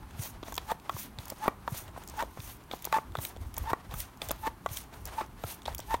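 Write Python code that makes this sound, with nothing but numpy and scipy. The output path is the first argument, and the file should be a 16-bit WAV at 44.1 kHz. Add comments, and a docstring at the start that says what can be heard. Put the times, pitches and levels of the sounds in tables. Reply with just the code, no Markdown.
"""A faint valve hoot over low outdoor rumble comes first, then the strokes of a foot pump filling a tyre.
The linkage knocks and ticks as damped modes and shaped noise bursts, and the valve hoots as an unsteady
harmonic tone with a rasp. The base thumps as a sagging sinusoid; the air is band noise that swells with
the flow. A short wash follows the pump, and breeze and far traffic are slowly modulated noise bands."""
import sys
import numpy as np
from scipy import signal
from scipy.io import wavfile
from scipy.ndimage import uniform_filter1d

SR = 44100
rng = np.random.default_rng(int(sys.argv[2]) if len(sys.argv) > 2 else 0)


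def file_out(sig):
    """Save sig as 16-bit WAV at sys.argv[1]."""
    # one column per channel
    cols = np.atleast_2d(sig).T
    # limit, then scale
    lim = np.clip(cols, -1, 1)
    pcm = np.round(lim * 32767).astype(np.int16)
    wavfile.write(sys.argv[1], SR, pcm)


N = 264600
T = np.arange(N) / SR  # time, s

# check valve hooting at the end of each downstroke, all levels relative: opening t/s, shutting t/s,
# tone level on opening/dB, tone level on shutting/dB, hiss level/dB, hose rush level/dB
VALVE_HOOTS = [(0.031, 0.05, -48.5, -57, -76, -80), (0.694, 0.715, -36.5, -28, -53, -47.5),
               (1.43, 1.471, -29, -39, -54, -46), (2.183, 2.216, -37.5, -26.5, -51.5, -45.5),
               (2.941, 2.974, -27.5, -27, -50.5, -65), (3.657, 3.704, -43.5, -30.5, -53, -50),
               (4.435, 4.473, -41, -27, -52, -47.5), (5.187, 5.212, -32.5, -42, -53.5, -42.5),
               (5.901, 5.944, -36, -25.5, -51, -49)]


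def undb(db):
    """Level definition: decibels to an amplitude ratio."""
    return np.exp(np.asarray(db) * (np.log(10) / 20))


def level(x, db):
    """RMS normalisation to a level in dB."""
    return x * undb(db) / np.sqrt(np.mean(x ** 2))


def peak(x, db):
    """Peak normalisation to a level in dB."""
    return x * undb(db) / np.max(np.abs(x))


def band(x, lo_hz, hi_hz, order=2):
    """Band-pass filtering with a Butterworth response."""
    sos = signal.butter(order, [lo_hz, min(hi_hz, .45 * SR)], "band", fs=SR, output="sos")
    return signal.sosfilt(sos, x)


def walk(rate):
    """Slow random fluctuation: levels held 1 / rate s and slewed twice, with a spread near 1."""
    hold = int(SR / rate)
    steps = np.repeat(rng.standard_normal(N // hold + 1), hold)
    return 1.43 * uniform_filter1d(uniform_filter1d(steps, hold), hold)[:N]


def add(out, s, x):
    """Superposition: adds x to out from s seconds on."""
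    i = max(int(s * SR), 0)
    out[i:i + len(x)] += x[:len(out) - i]


def ring(modes, chance):
    """Modal decay after a contact that grinds up for about two milliseconds, lets go and bounces once."""
    t = T[:2600]
    y = np.zeros(len(t))
    for (hz, db, t60), c in zip(modes, chance):
        decay = 1000 ** (-np.maximum(t - .002, 0) / t60)
        y += undb(db + 2 * c) * np.sin(2 * np.pi * hz * t + c) * decay
    y = y * np.minimum(t / 0.00171, 1) ** 2.66
    bounce_lag = int((0.00349 + 0.000676 * chance[7]) * SR)
    return y + 0.38 * np.concatenate([np.zeros(bounce_lag), y[:-bounce_lag]])


def knocks():
    """Modal superposition: a hollow plastic ring over the duller frame, with a rattling tail."""
    # pedal and linkage knocking on the pump body: approximate peak t/s, body peak level/dB,
    # centre of the ring f/Hz, frame level relative to the body/dB
    impacts = [(0.431, -38, 1150, 10), (0.484, -32, 810, -8), (0.5242, -32, 890, -5.5),
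               (0.58, -24, 1020, -12), (0.719, -22.5, 980, -3), (0.8964, -20.5, 1142, -18),
               (0.967, -34, 980, -5.5), (1.1882, -39, 870.0, -1), (1.3226, -30.5, 716, -2),
               (1.4603, -27.5, 960, -0.5), (1.4811, -14.5, 1082, 12), (1.679, -17, 956, -16),
               (1.7455, -35, 970, -4), (1.964, -39.5, 1060, -8), (1.9768, -36, 880, 1),
               (2.1399, -40.5, 925, -10), (2.2256, -24, 888, -3), (2.2346, -40.5, 890, 12),
               (2.3745, -36, 1070, 1.5), (2.713, -37, 1280, 1.5), (2.737, -28.5, 802, -1),
               (2.855, -36.5, 910, -17), (2.874, -33, 756, -1), (2.9281, -18, 1110, -18),
               (2.9659, -26, 1130, -5), (2.9743, -32, 1080, -16), (2.9847, -24, 1160, -1),
               (3.1544, -24, 1147, -15), (3.188, -32.5, 950, -1.5), (3.366, -46, 960.0, 10),
               (3.577, -32, 916, -10), (3.6417, -45, 993, -14), (3.7072, -25, 970, -10),
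               (3.7164, -32, 1050, -6), (3.734, -17.5, 1090, 0), (3.941, -34, 1266, -16),
               (4.22, -39, 1080, 8.5), (4.2944, -38.5, 845, 3), (4.31, -29.5, 1163, 4),
               (4.3131, -24, 855, -22), (4.4714, -27, 1038, 1), (4.4776, -31.5, 950, 3.5),
               (4.6626, -21, 1133, -15), (5.211, -27, 1016, -14), (5.2162, -30.5, 1120, 1.5),
               (5.2249, -38, 1130, 1), (5.4396, -31.5, 1314, 6.5), (5.66, -34.5, 900.0, -2.5),
               (5.6823, -24.5, 882, -11), (5.7944, -35, 910, 0), (5.9437, -21.5, 990, 0)]
    # modes of the hollow body: frequency ratio to the centre, relative level/dB, t60/s
    body_modes = [(1.0, 0, .014), (1.2, -6, .012), (1.75, -16, .022), (2.15, -18, .013)]
    # modes of the frame: f/Hz, relative level/dB, t60/s
    frame_modes = [(324, 1, 0.0093), (475, 2, 0.0085)]
    out, t = np.zeros(N), T[:2600]
    chances = rng.standard_normal((len(impacts), 2616))  # 16 for the modes, the rest rattle noise
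    for (s, db, hz, low_db), c in zip(impacts, chances):
        body = ring([(hz * ratio, d, t60) for ratio, d, t60 in body_modes], c)
        rattle = band(c[16:] * np.minimum(t / 0.001, 1) * np.exp(-t / 0.00084), 580, 1060)
        frame_db = min(db + low_db, -13)
        frame = peak(ring(frame_modes, c[8:]), frame_db)
        add(out, s - .002, peak(body, db) + peak(rattle, db - 1) + frame)
    return out


def ticks():
    """Impulsive friction: millisecond cracks in three bands, the lowest ringing the steel spring."""
    # spring, hinge and sole slipping in dry ticks: t/s, middle-band peak level/dB,
    # low-band and high-band peak levels relative to the middle/dB
    slips = [(0.1933, -42, 3, -1), (0.235, -29.5, -17, -3), (0.429, -58, 20, 2), (0.435, -52, 15, -1),
             (0.5232, -35.5, -2.5, 2), (0.542, -31, -7, 0), (0.554, -31.5, -8, 1), (0.5653, -31, -7, 2),
             (0.5791, -36, 16, 9), (0.716, -33, 1.5, 3), (0.8947, -44.5, 15, 6), (1.187, -50, 23.5, -13),
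             (1.2551, -36, -13, 1), (1.2815, -36, -7, 2), (1.3008, -25.5, -11, 3), (1.4795, -35.5, 10, 9.5),
             (1.6783, -43, 8.5, 3.5), (1.88, -46.5, 3, -1), (2.037, -39, -3.5, -1), (2.0758, -34, -18, 3),
             (2.0868, -34, -27, -8), (2.0977, -34, -23, 0), (2.2251, -33.5, 1, 0), (2.4024, -47.5, 11.5, 0),
             (2.7135, -48, 23, 4), (2.731, -51, 17.5, 9), (2.823, -35, -2, 4), (2.8444, -33.5, 3.5, 1),
             (2.852, -22.5, -10, 1.5), (2.865, -59, 20, 3), (2.926, -29.5, 9, 2), (3.1526, -45, 11, -1),
             (3.1704, -46, 14.5, 7), (3.187, -44, 10.5, 5), (3.2507, -24, -0.5, 2.5), (3.363, -57, 14, -13),
             (3.5416, -34.5, -5.5, 1), (3.567, -29.5, -8, -11), (3.5807, -27.5, -7, 9), (3.732, -35, 2, 3),
             (3.912, -50, 10, 3), (3.94, -38.5, 3, 7.5), (4.003, -25.5, -4, 5), (4.2178, -42.5, 18.5, 1),
             (4.2874, -28, -7, 3.5), (4.294, -40, 9, -5), (4.308, -26.5, 2, -20), (4.3137, -24, -19, 7),
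             (4.469, -34, 2, -2), (4.6616, -34, 4.5, -6), (4.6895, -47, 9.5, -1), (4.7708, -26, 1, -0.5),
             (4.94, -55.5, 14, 3), (5.0546, -29, -16, 2), (5.064, -35, -14, -16), (5.0738, -37, -8, 2),
             (5.212, -43, 7, -2), (5.4374, -40.5, 6.5, 2), (5.6196, -42.5, 6, -10),
             (5.6552, -47.5, 18, -19), (5.6597, -43.5, 15.5, -10), (5.678, -49, 17.5, -7),
             (5.748, -29.5, -3.5, 6), (5.7813, -31, -12, 2), (5.791, -31.5, -17, -2),
             (5.8021, -32.5, -3, 3), (5.9408, -31, -1, -3)]
    faint_count, faint_db = 40, -50  # scattered at random; mean middle-band peak level, dB
    out, t = np.zeros(N), T[:1300]
    u = rng.random((faint_count, 4))
    faint_levels = faint_db + 8 * (u[:, 1] - .5)
    faint = np.c_[u[:, 0] * N / SR, faint_levels, 16 * u[:, 2] - 10, 10 * u[:, 3] - 8]
    rows = np.r_[slips, faint]
    for (s, db, low_db, high_db), c in zip(rows, rng.standard_normal((len(rows), 1300))):
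        decay = np.exp(-t / 0.002) + 0.028 * np.exp(-t / 0.007)
        crack = c * np.minimum(t / 0.00055, 1) * decay
        spring = 3.5 * band(crack, 3200, 3700, order=1) + 1.2 * band(crack, 2300, 2650, order=1)
        low = peak(band(crack, 1800, 5000) + spring, db + low_db)
        middle = peak(band(crack, 4680, 8740), db)
        high = peak(band(crack, 10030, 15900), db + high_db)
        add(out, s - .0005, low + middle + high)
    return out


def valve():
    """Self-sustained oscillation: the ball flutters on the hose's note and chops the flow into a rasp."""
    # harmonics of the hoot: multiple of the fundamental, relative level/dB
    harmonics = [(1, -1), (2, -17), (3, -28), (4, -30)]
    base_hz = 875  # before bend and flutter
    rise_db_s, fall_db_s = 1150, 1498
    top_bend = 0.033  # share by which the note has risen when the valve shuts
    gain, bend = np.zeros(N), np.zeros(N)
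    for on, off, on_db, off_db, *_ in VALVE_HOOTS:
        held_db = np.interp(T, [on, off], [on_db, off_db])
        onset_loss_db = rise_db_s * np.maximum(on - T, 0)
        release_loss_db = fall_db_s * np.maximum(T - off, 0)
        gain += undb(held_db - onset_loss_db - release_loss_db)
        bend += np.interp(T, [on, off, off + .05], [0, top_bend, 0])
    phase = 2 * np.pi * np.cumsum(base_hz * (1 + bend + 0.027 * walk(150))) / SR
    tone = level(sum(undb(db + 2.2 * walk(220)) * np.sin(k * phase) for k, db in harmonics), 0)
    cavity = band(rng.standard_normal(N), 920, 1250, order=1) * undb(4 * walk(200))
    rasp = band(rng.standard_normal(N) * (1 + np.sin(phase)) ** 2, 1100, 4900, order=1)
    wobble = undb(1.5 * walk(90))
    hoot = tone + level(cavity, -8) + level(rasp, -26.5)
    return hoot * wobble * uniform_filter1d(gain, size=150)


def thumps():
    """Heavily damped oscillation: the base plate swings once or twice, sagging in pitch."""
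    # base rocking onto the ground: start t/s, peak level/dB, nominal f/Hz before the glide
    landings = [(0.191, -28, 116), (0.942, -32, 112), (1.184, -33, 97), (1.719, -28, 128),
                (2.387, -34.5, 116), (3.18, -29, 113), (3.715, -36, 105), (3.937, -34.5, 113),
                (4.708, -33.5, 101), (5.439, -32.5, 113)]
    out, t = np.zeros(N), T[:3000]
    for s, db, hz in landings:
        glide = np.sin(2 * np.pi * hz * (1.25 * t - 12 * t ** 2))
        swing = glide * (t / .004) ** 2 * np.exp(-t / .004)
        add(out, s, peak(swing, db))
    return out


def swell(s, db, rise_db_s, fall_db_s, round_s=0):
    """Exponential growth and decay of power around s, steady in dB per s away from a rounded top."""
    away = np.hypot(T - s, round_s) - round_s
    return undb(db - np.where(T < s, rise_db_s, fall_db_s) * away) ** 2


def flow():
    """Incoherent addition: powers of hiss, seal noise and hose rush sum over intakes, drags and hoots."""
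    # rising piston drawing air, levels relative: fastest flow t/s, hiss level/dB,
    # hose rush level/dB, swell rate/dB per s
    intakes = [(0.247, -45, -47.5, 292), (1.011, -45, -51.5, 222), (1.778, -45, -51.5, 256),
               (2.497, -49.5, -54.5, 113), (3.246, -46, -51, 290), (4.003, -47, -50, 264),
               (4.771, -45.5, -53.5, 230), (5.504, -45.5, -52.5, 245)]
    # seal dragging as the foot pushes, twice a stroke, levels relative: t/s, hiss level/dB,
    # seal noise level relative to the hiss/dB, hose rush level/dB
    drags = [(0.465, -55, 0, -47.5), (.573, -68, -8, -52.5), (1.203, -56, -1, -47.5),
             (1.3, -60.5, -0.5, -48.5), (1.979, -58, -8, -47.5), (2.1, -68, 7.5, -48.5),
             (2.724, -56, 0, -51), (2.856, -66.5, 8, -47), (3.412, -60.5, -4.5, -52.5),
             (3.574, -56, -1, -44.5), (4.226, -53.5, -2, -47), (4.306, -68, -5, -46),
             (4.937, -60.5, -18, -46.5), (5.07, -60, -2, -48), (5.671, -57.5, -15, -43.5),
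             (5.794, -67.5, 8, -66)]
    intake_fall_db_s, intake_low_db, intake_round_s = 341, -5, 0.024
    rush_share = 0.26  # the intake rush swells and fades by this share of the hiss's dB
    drag_rise_db_s, drag_fall_db_s, drag_rush_fall_db_s = 895, 96, 178
    # hiss building with the pressure, gone after the valve shuts
    leak_rise_db_s, leak_fall_db_s, leak_low_db = 146, 451, -3.5
    seep_db, seep_fall_db_s = -27.5, 32  # a little air seeps on; level relative to the leak
    # relative floors between the strokes
    hiss = low = undb(-83) ** 2
    rush = undb(-65) ** 2
    for s, db, rush_db, rise in intakes:
        part = swell(s, db, rise, intake_fall_db_s, intake_round_s)
        hiss, low = hiss + part, low + part * undb(2 * intake_low_db)
        rush = rush + swell(s, rush_db, rush_share * rise, rush_share * intake_fall_db_s)
    for s, db, low_db, rush_db in drags:
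        part = swell(s, db, drag_rise_db_s, drag_fall_db_s)
        hiss, low = hiss + part, low + part * undb(2 * low_db)
        rush = rush + swell(s, rush_db, drag_rise_db_s, drag_rush_fall_db_s)
    for _, off, _, _, db, rush_db in VALVE_HOOTS:
        leak = swell(off, db, leak_rise_db_s, leak_fall_db_s)
        part = leak + swell(off, db + seep_db, leak_fall_db_s, seep_fall_db_s)
        hiss, low = hiss + part, low + part * undb(2 * leak_low_db)
        rush = rush + swell(off, rush_db, leak_rise_db_s, leak_fall_db_s)
    return hiss, low, rush


def air():
    """Turbulence noise: hiss that brightens with the flow, gritty seal noise and the tube's hollow rush."""
    # bands of the hiss: lower f/Hz, upper f/Hz, relative level/dB
    hiss_bands = [(5560, 7100, -3.5), (8200, 10130, -1.5), (10970, 13500, 1), (13400, 16400, 0.5)]
    hiss_db, low_db, tube_db = (uniform_filter1d(10 * np.log10(p), size=700) for p in flow())
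    bright_db = .075 * (hiss_db + 50)  # extra tilt per band
    top = np.zeros(N)
    for k, (lo, hi, db) in enumerate(hiss_bands):
        top += level(band(rng.standard_normal(N), lo, hi), db) * undb(1.3 * walk(30) + k * bright_db)
    # the seal and hinge slip in tiny cracks, about 250 a second, a few much larger than the rest
    grit = (rng.random(N) < 250 / SR) * undb(4 * np.minimum(rng.exponential(size=N), 3))
    grit = np.convolve(grit, np.exp(-T[:300] / .0012))[:N] * rng.standard_normal(N)
    seal = level(band(rng.standard_normal(N), 1700, 4700) * undb(2.0 * walk(70)), 0)
    seal = seal + level(band(grit, 1800, 7000), -6)
    flutter = undb(2.2 * walk(130))
    tube = band(rng.standard_normal(N), 523, 1160, order=1) * undb(3.1 * walk(60))
    hiss = undb(hiss_db) * 0.72 * top * flutter
    return hiss + seal * undb(low_db) + level(tube, 0) * undb(tube_db)


def reflections(pump):
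    """Diffuse reflection: nearby ground and walls return a short dull wash, as convolution with noise."""
    tail = band(rng.standard_normal(6000), 180, 4700, order=1) * 1000 ** (-T[:6000] / 0.3)  # t60 0.3 s
    tail = tail / np.sqrt(np.sum(tail ** 2))
    return undb(-23.5) * signal.fftconvolve(pump, tail)[:N]


def breeze():
    """Wind turbulence: low band noise rumbles in gusts."""
    # breeze buffeting the microphone: t/s, level before gusting/dB
    wind = [(0, -47.5), (1.5, -49.5), (2.7, -50), (3.4, -46), (4.499, -49.5), (6, -48.5)]
    s, db = np.transpose(wind)
    gusts = band(rng.standard_normal(N), 36, 90) * undb(3.5 * walk(14))
    return level(gusts, 0) * undb(np.interp(T, s, db))


def town():
    """Spectral shaping: far traffic as noise in half-octave steps, the bass flickering most."""
    # spectrum of far traffic: f/Hz, relative spectral density level/dB per Hz
    spectrum = [(59, -31), (100, -5.5), (335, -7), (492, -42), (872, -10.5), (1550, -22), (1650, -24),
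                (7610, -39.5), (13200, -29), (16000, -36)]
    table_hz, table_db = np.transpose(spectrum)
    out = 0
    for hz in 120 * 2 ** np.arange(0, 7.1, .5):
        db = np.interp(np.log(hz), np.log(table_hz), table_db) + 10 * np.log10(hz)
        flicker_db = 3.5 * walk(9) / (1 + hz / 400)
        noise = level(band(rng.standard_normal(N), hz / 1.314, hz * 1.192), 0)
        out = out + undb(db + flicker_db) * noise
    return level(out, -54)


def scene():
    """Superposition of the pump, its reflections, the air and the outdoor background."""
    pump = knocks() + ticks() + valve()
    return (pump + reflections(pump) + thumps() + air() + breeze() + town())[None]


def record(dry):
    """Low-pass filtering: the phone cuts the top above 15.85 kHz with a steep elliptic response."""
    return signal.sosfilt(signal.ellip(10, .2, 60, 15850, fs=SR, output="sos"), dry)


dry = scene()
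out = record(dry)
file_out(out)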